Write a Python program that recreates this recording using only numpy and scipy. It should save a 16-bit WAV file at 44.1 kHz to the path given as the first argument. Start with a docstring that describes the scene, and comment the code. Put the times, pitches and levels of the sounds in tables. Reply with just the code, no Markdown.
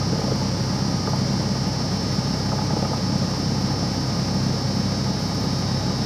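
"""A four-cylinder piston engine and its two-blade propeller drone at about 1000 rpm,
heard in the cockpit of a taxiing plane. Periodic exhaust and blade pulses give a harmonic series;
their turbulence excites the cabin air and panels. The airframe knocks on the uneven apron and
the trim ticks. The gyros of the instrument panel whine over the hiss of their air and bearings."""
import sys
import numpy as np
from scipy import signal
from scipy.fft import rfft, irfft, next_fast_len
from scipy.io import wavfile
from scipy.ndimage import uniform_filter1d, map_coordinates

SR = 44100
rng = np.random.default_rng(int(sys.argv[2]) if len(sys.argv) > 2 else 0)


def master_out(mix):
    """Clip the mix to full scale and print it as 16-bit PCM to the path in sys.argv[1]."""
    frames = np.transpose(np.atleast_2d(mix))
    ceiling = np.clip(frames, -1, 1)
    pcm = np.round(ceiling * 32767).astype(np.int16)
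    wavfile.write(sys.argv[1], SR, pcm)


N = 267025
TIME = np.arange(N) / SR
FIRINGS_PER_TURN, LEAD_HARMONIC = 2, 31

# spectrum of a trim tick: f/Hz, relative level/dB
TICK_SPECTRUM = [(1000, -20), (2800, -3), (7000, -3), (11000, 2), (15000, 0)]
# spells of ticking: t/s, gain on the tick rate/dB
TICK_ACTIVITY = [(0, 1), (0.3, 7), (0.5, -4), (2.5, -3), (3.3, -4), (4.8, 1), (5.3, 11), (5.7, 3),
                 (6.05, 5)]
# air and bearing noise: f/Hz, relative level/dB
HISS_SPECTRUM = [(1500, -2.5), (2800, -9), (3300, -12.5), (4200, -5), (4700, -2.5), (5250, 1), (5480, -4.5),
                 (5800, -2.5), (6200, -8.5), (7200, -15), (8200, -19.5), (10000, -21.5), (12500, -26.5),
                 (15300, -30)]
# tones of the other instruments: f/Hz, level/dB
INSTRUMENT_TONES = [(1627, -60), (4224, -61), (4360, -61), (4409.5, -50), (4546.5, -51), (5158, -58),
                    (5298, -55), (5903, -61), (9388, -68), (9857, -75)]
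# rotation rate of the gyro: t/s, f/Hz
ROTOR_SPEED = [(0, 172.72), (1, 172.72), (2.4, 172.91), (3.8, 172.83), (6.05, 173.15)]
# partials of the gyro: harmonic number, level/dB
ROTOR_HARMONICS = [(11, -56.0), (13, -57.0), (16, -63.5), (18, -58.0), (20, -66.0), (21, -64.0),
                   (22, -55.0), (23, -66.0), (24, -51.0), (25, -53.5), (26, -52.5), (27, -49.5),
                   (28, -41.5), (29, -59.0), (30, -48.5), (31, -38.0), (32, -55.5), (33, -45.0),
                   (34, -52.0), (35, -52.5), (36, -51.5), (38, -65.5), (39, -66.0), (43, -67.5),
                   (45, -70.0), (48, -67.5), (53, -69.5), (62, -77), (65, -78), (73, -81), (74, -79.5)]
# partials on the flank of a case resonance: harmonic number, level per rotor speed/(dB/Hz)
RESONANCE_SLOPES = [(22, 27), (33, -10.5)]
# swell of the gyro's strongest partial: t/s, relative level/dB
LEAD_SWELL = [(0, 1), (0.8, -0.5), (1.4, 1), (2.2, 3.5), (2.6, 0.5), (3.6, 2.5), (6.05, 1.5)]
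# cabin panel modes: f/Hz, bandwidth/Hz, relative level/dB
PANEL_MODES = [(300, 51, 0), (352, 82, -1.5), (441, 39, 2), (542, 49, 2), (636, 48, -2.5), (786, 67, -3),
               (860, 29.6, 2), (1010, 16.4, -2.5), (1229, 34.6, -0.5), (1685, 200, -16.5), (2936, 124, -15)]
# rough stretches of apron: t/s, duration/s, relative level/dB
ROUGH_GROUND = [(0.093, 0.3, -32), (2.52, 0.4, -24)]
# hardest airframe knocks: t/s, relative level/dB, contact f/Hz
HARD_KNOCKS = [(0.014, -19.5, 720), (0.127, -15.5, 370), (0.189, -16, 420), (0.245, -22, 700),
               (0.277, -17, 640), (0.315, -12, 308), (0.412, -20, 800), (1.073, -13.5, 670),
               (1.130, -15, 676), (2.53, -15.5, 740), (2.586, -18.5, 800), (2.703, -18, 640),
               (2.763, -13.5, 500), (2.823, -13, 570), (2.85, -16, 795), (2.93, -15.5, 700)]
# propeller wash on cowling and windscreen: f/Hz, relative level/dB
WASH_SPECTRUM = [(12, -30), (32, -37), (70, -45), (150, -2.5), (330, 5), (560, -0.5), (700, 1.5),
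                 (920, -0.5), (1100, -5.5), (1600, -18.5), (2100, -12.5), (2600, -30), (3500, -14),
                 (14000, -48)]
# cabin boom: f/Hz, relative level/dB
BOOM_SPECTRUM = [(40, -55), (60, -39), (80, -20), (110, -4), (145, -1), (178, 2), (215, -3.5), (250, -10.5),
                 (285, -7.5), (350, -20), (600, -28), (1500, -46), (5000, -90)]
# cylinders in firing order: relative level/dB
CYLINDER_LEVELS = [-6.5, -4.5, -3, -2.5]
# firing rate of the engine: t/s, f/Hz
FIRING_RATE = [(0, 33.05), (0.9, 32.8), (1.35, 33.19), (1.8, 32.87), (2.7, 33.01), (3.9, 32.75),
               (4.65, 32.95), (5.2, 32.7), (6.05, 32.87)]
# exhaust and propeller harmonics: multiple of the crankshaft speed, level/dB
ENGINE_ORDERS = [(4, -39), (6, -32.5), (8, -30.5), (11, -43), (12, -35), (13, -45), (14, -44), (16, -41),
                 (18, -51.5)]


def from_db(db):
    """Amplitude ratio of a level in decibels."""
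    return 10 ** (np.asarray(db) / 20)


def rms_one(x):
    """Normalisation to unit rms."""
    return x / np.sqrt(np.mean(x ** 2) + 1e-20)


def in_time(curve):
    """Linear interpolation of (t, value) points at every sample."""
    return np.interp(TIME, *np.transpose(curve))


def wander(rate):
    """Slow random modulation: a spline through `rate` points a second, deviation about 1."""
    points = rng.standard_normal(2048)
    path = map_coordinates(points, [TIME[::64] * rate + 4], order=3, mode="wrap")
    return np.interp(TIME, TIME[::64], path)


def colour(x, spectrum):
    """Spectral shaping by (f, level) points, at unit rms."""
    size = next_fast_len(N)
    hz, db = np.transpose(spectrum)
    gain = from_db(np.interp(np.log(np.fft.rfftfreq(size, 1 / SR) + 1e-6), np.log(hz), db))
    return rms_one(irfft(rfft(x, size) * gain, size)[:N])


def steady(x, span_s):
    """Division by the running rms flattens the envelope of a noise."""
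    size = int(span_s * SR)
    power = uniform_filter1d(uniform_filter1d(x ** 2, size), size)
    return rms_one(x / np.sqrt(power + 1e-9))


def resonate(x, hz, width_hz):
    """Forced response of a damped oscillator with unit peak gain."""
    r = np.exp(-np.pi * width_hz / SR)
    feedback = [1, -2 * r * np.cos(2 * np.pi * hz / SR), r * r]
    return signal.lfilter(np.array([1, 0, -1]) * (1 - r * r) / 2, feedback, x)


def trim_ticks():
    """Vibrating trim clicks as a Poisson process of varying rate: many weak ticks, a few stronger."""
    ticks_per_s = 110 * from_db(in_time(TICK_ACTIVITY) + 5 * wander(12))
    onsets = rng.random(N) < ticks_per_s / SR
    sizes = from_db(4 * np.minimum(rng.exponential(1, N), 4)) * rng.choice([-1, 1], N)
    return from_db(-61.5) * colour(onsets * sizes, TICK_SPECTRUM)


def instrument_hiss(turns, firings):
    """Air and bearing noise is amplitude-modulated by the rotor's turning and the engine's shaking."""
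    shaking = 1 + .1 * np.cos(2 * np.pi * firings) + .07 * wander(50)
    pulsing = (1 + 0.037 * np.cos(2 * np.pi * turns)) * shaking
    air = colour(pulsing * rng.standard_normal(N), HISS_SPECTRUM)
    case = rms_one(resonate(pulsing * rng.standard_normal(N), hz=5410, width_hz=230))
    return from_db(-37) * air + from_db(-54.5) * case


def partial(cycles, db):
    """Simple harmonic motion of given rms level and random initial phase."""
    return np.sqrt(2) * from_db(db) * np.sin(2 * np.pi * (cycles + rng.random()))


def instrument_tones():
    """Other instruments add faint tones with slight random phase and amplitude modulation."""
    return sum(partial(hz * TIME + 0.13 * wander(5.1), db + wander(2.65))
               for hz, db in INSTRUMENT_TONES)


def gyro_whine(rotor_hz, turns):
    """Resonance of the case favours some rotor harmonics; vibration makes them all flutter."""
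    speed_offset_hz = rotor_hz - rotor_hz.mean()
    swell_db = {k: slope * speed_offset_hz for k, slope in RESONANCE_SLOPES}
    lead_db = in_time(LEAD_SWELL)
    swell_db[LEAD_HARMONIC] = lead_db - lead_db.mean()
    out = 0
    for k, db in ROTOR_HARMONICS:
        flutter_db = 0.93 * wander(30)
        out += partial(k * turns, db + swell_db.get(k, 0) + flutter_db)
    return from_db(-0.06) * out


def panels(force):
    """Modal superposition: the panels ring under one force, and their lining absorbs the treble."""
    ringing = sum((-1) ** k * from_db(db) * resonate(force, hz, width)
                  for k, (hz, width, db) in enumerate(PANEL_MODES))
    return signal.sosfilt(signal.butter(2, 3000, fs=SR, output="sos"), ringing)


def rattle_blows(firing_hz):
    """Forced rattling: on rough ground a loose part strikes about once a firing; rows of t, level, f."""
    blows = []
    for start, duration, db in ROUGH_GROUND:
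        times = np.arange(start, start + duration, 1 / firing_hz)
        for t, (late, harder, higher) in zip(times, rng.standard_normal((64, 3))):
            blows.append((t + 0.00296 * late, db + 2.5 * harder, 640 * 2 ** (0.21 * higher)))
    return blows


def airframe_knocks(blows):
    """Impact excitation: a loose part hits and chatters; soft contacts thud, hard ones clack."""
    out, age = np.zeros(N), np.arange(SR // 10) / SR
    chatter_envelope = from_db(-19.5) * np.exp(-age / .005)
    for t, db, hz in blows:
        force = chatter_envelope * rng.standard_normal(len(age))
        force[0] += 1  # the first hit
        contact = resonate(force, hz, width_hz=0.73 * hz)
        clack = signal.sosfilt(signal.butter(2, 1400, fs=SR, output="sos"), contact)
        knock = rms_one(rms_one(panels(contact)) + from_db(-9) * rms_one(clack))
        start = int(t * SR)
        out[start:start + len(age)] += from_db(db - 19) * knock[:N - start]
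    return out


def puffs(firings, decay_cycles, uneven_db):
    """Pressure jumps at each firing, by an uneven amount, and decays exponentially."""
    count = firings.astype(int)
    cylinder_db = np.array(CYLINDER_LEVELS)[count % len(CYLINDER_LEVELS)]
    strength = from_db(cylinder_db + uneven_db * rng.standard_normal(512)[count])
    return rms_one(strength * np.exp(-(firings % 1) / decay_cycles))


def propeller_wash(firings):
    """Turbulence from each blade, one per firing, roars on the skin and drives the panel modes."""
    pulsing = 2.5 + puffs(firings, decay_cycles=1.0, uneven_db=2.0)
    roar = colour(pulsing * rng.standard_normal(N), WASH_SPECTRUM)
    ringing = rms_one(panels(pulsing * rng.standard_normal(N)))
    return from_db(-35.5) * (roar + ringing)


def firing_thumps(firings, hz=174, width_hz=118):
    """Each firing's random departure from the mean is an impulse to the resonant cabin air."""
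    starts = np.flatnonzero(np.diff(np.floor(firings))) + 1
    kicks = np.zeros(N)
    kicks[starts] = rng.uniform(-1, 1, 512)[:len(starts)]
    ringing = resonate(kicks + 1e-18, hz, width_hz)
    return from_db(-32) * rms_one(resonate(ringing, hz, width_hz))


def cabin_boom(firings):
    """Turbulent exhaust puffs force the cabin air: a steady low noise with a slight random throb."""
    turbulence = (2.5 + puffs(firings, decay_cycles=0.62, uneven_db=0.5)) * rng.standard_normal(N)
    throb_db = 0.5 * wander(22)
    return from_db(-27.5 + throb_db) * steady(colour(turbulence, BOOM_SPECTRUM), span_s=0.049)


def engine_drone(firings, firing_hz, cabin_hz=113.8, width_hz=31.0):
    """Periodic exhaust and blade pulses form harmonics; muffler and cabin resonance delay their phase."""
    out = 0
    for order, db in ENGINE_ORDERS:
        per_firing = order / FIRINGS_PER_TURN
        lag = 2 * np.arctan(2 * (per_firing * firing_hz - cabin_hz) / width_hz)
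        amplitude = np.sqrt(2) * from_db(db + wander(6.4))
        out += amplitude * np.cos(2 * np.pi * per_firing * firings - lag)
    return out


def scene():
    """Superposition of instruments, airframe and engine at the seat."""
    firing_hz, rotor_hz = in_time(FIRING_RATE), in_time(ROTOR_SPEED)
    firings = np.cumsum(firing_hz * (1 + .002 * wander(12))) / SR
    # phase jitter from the shaking panel blurs the highest rotor partials most
    turns = np.cumsum(rotor_hz) / SR + .0004 * wander(35)
    engine = engine_drone(firings, firing_hz.mean()) + cabin_boom(firings)
    engine += firing_thumps(firings) + propeller_wash(firings)
    instruments = gyro_whine(rotor_hz, turns) + instrument_tones() + instrument_hiss(turns, firings)
    airframe = airframe_knocks(HARD_KNOCKS + rattle_blows(firing_hz.mean())) + trim_ticks()
    return (instruments + airframe + engine)[None]


def record(dry):
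    """A steep low-pass filter limits the bandwidth to 15.2 kHz."""
    return signal.sosfilt(signal.ellip(12, .1, 90, 15200, fs=SR, output="sos"), dry)


dry = scene()
out = record(dry)
master_out(out)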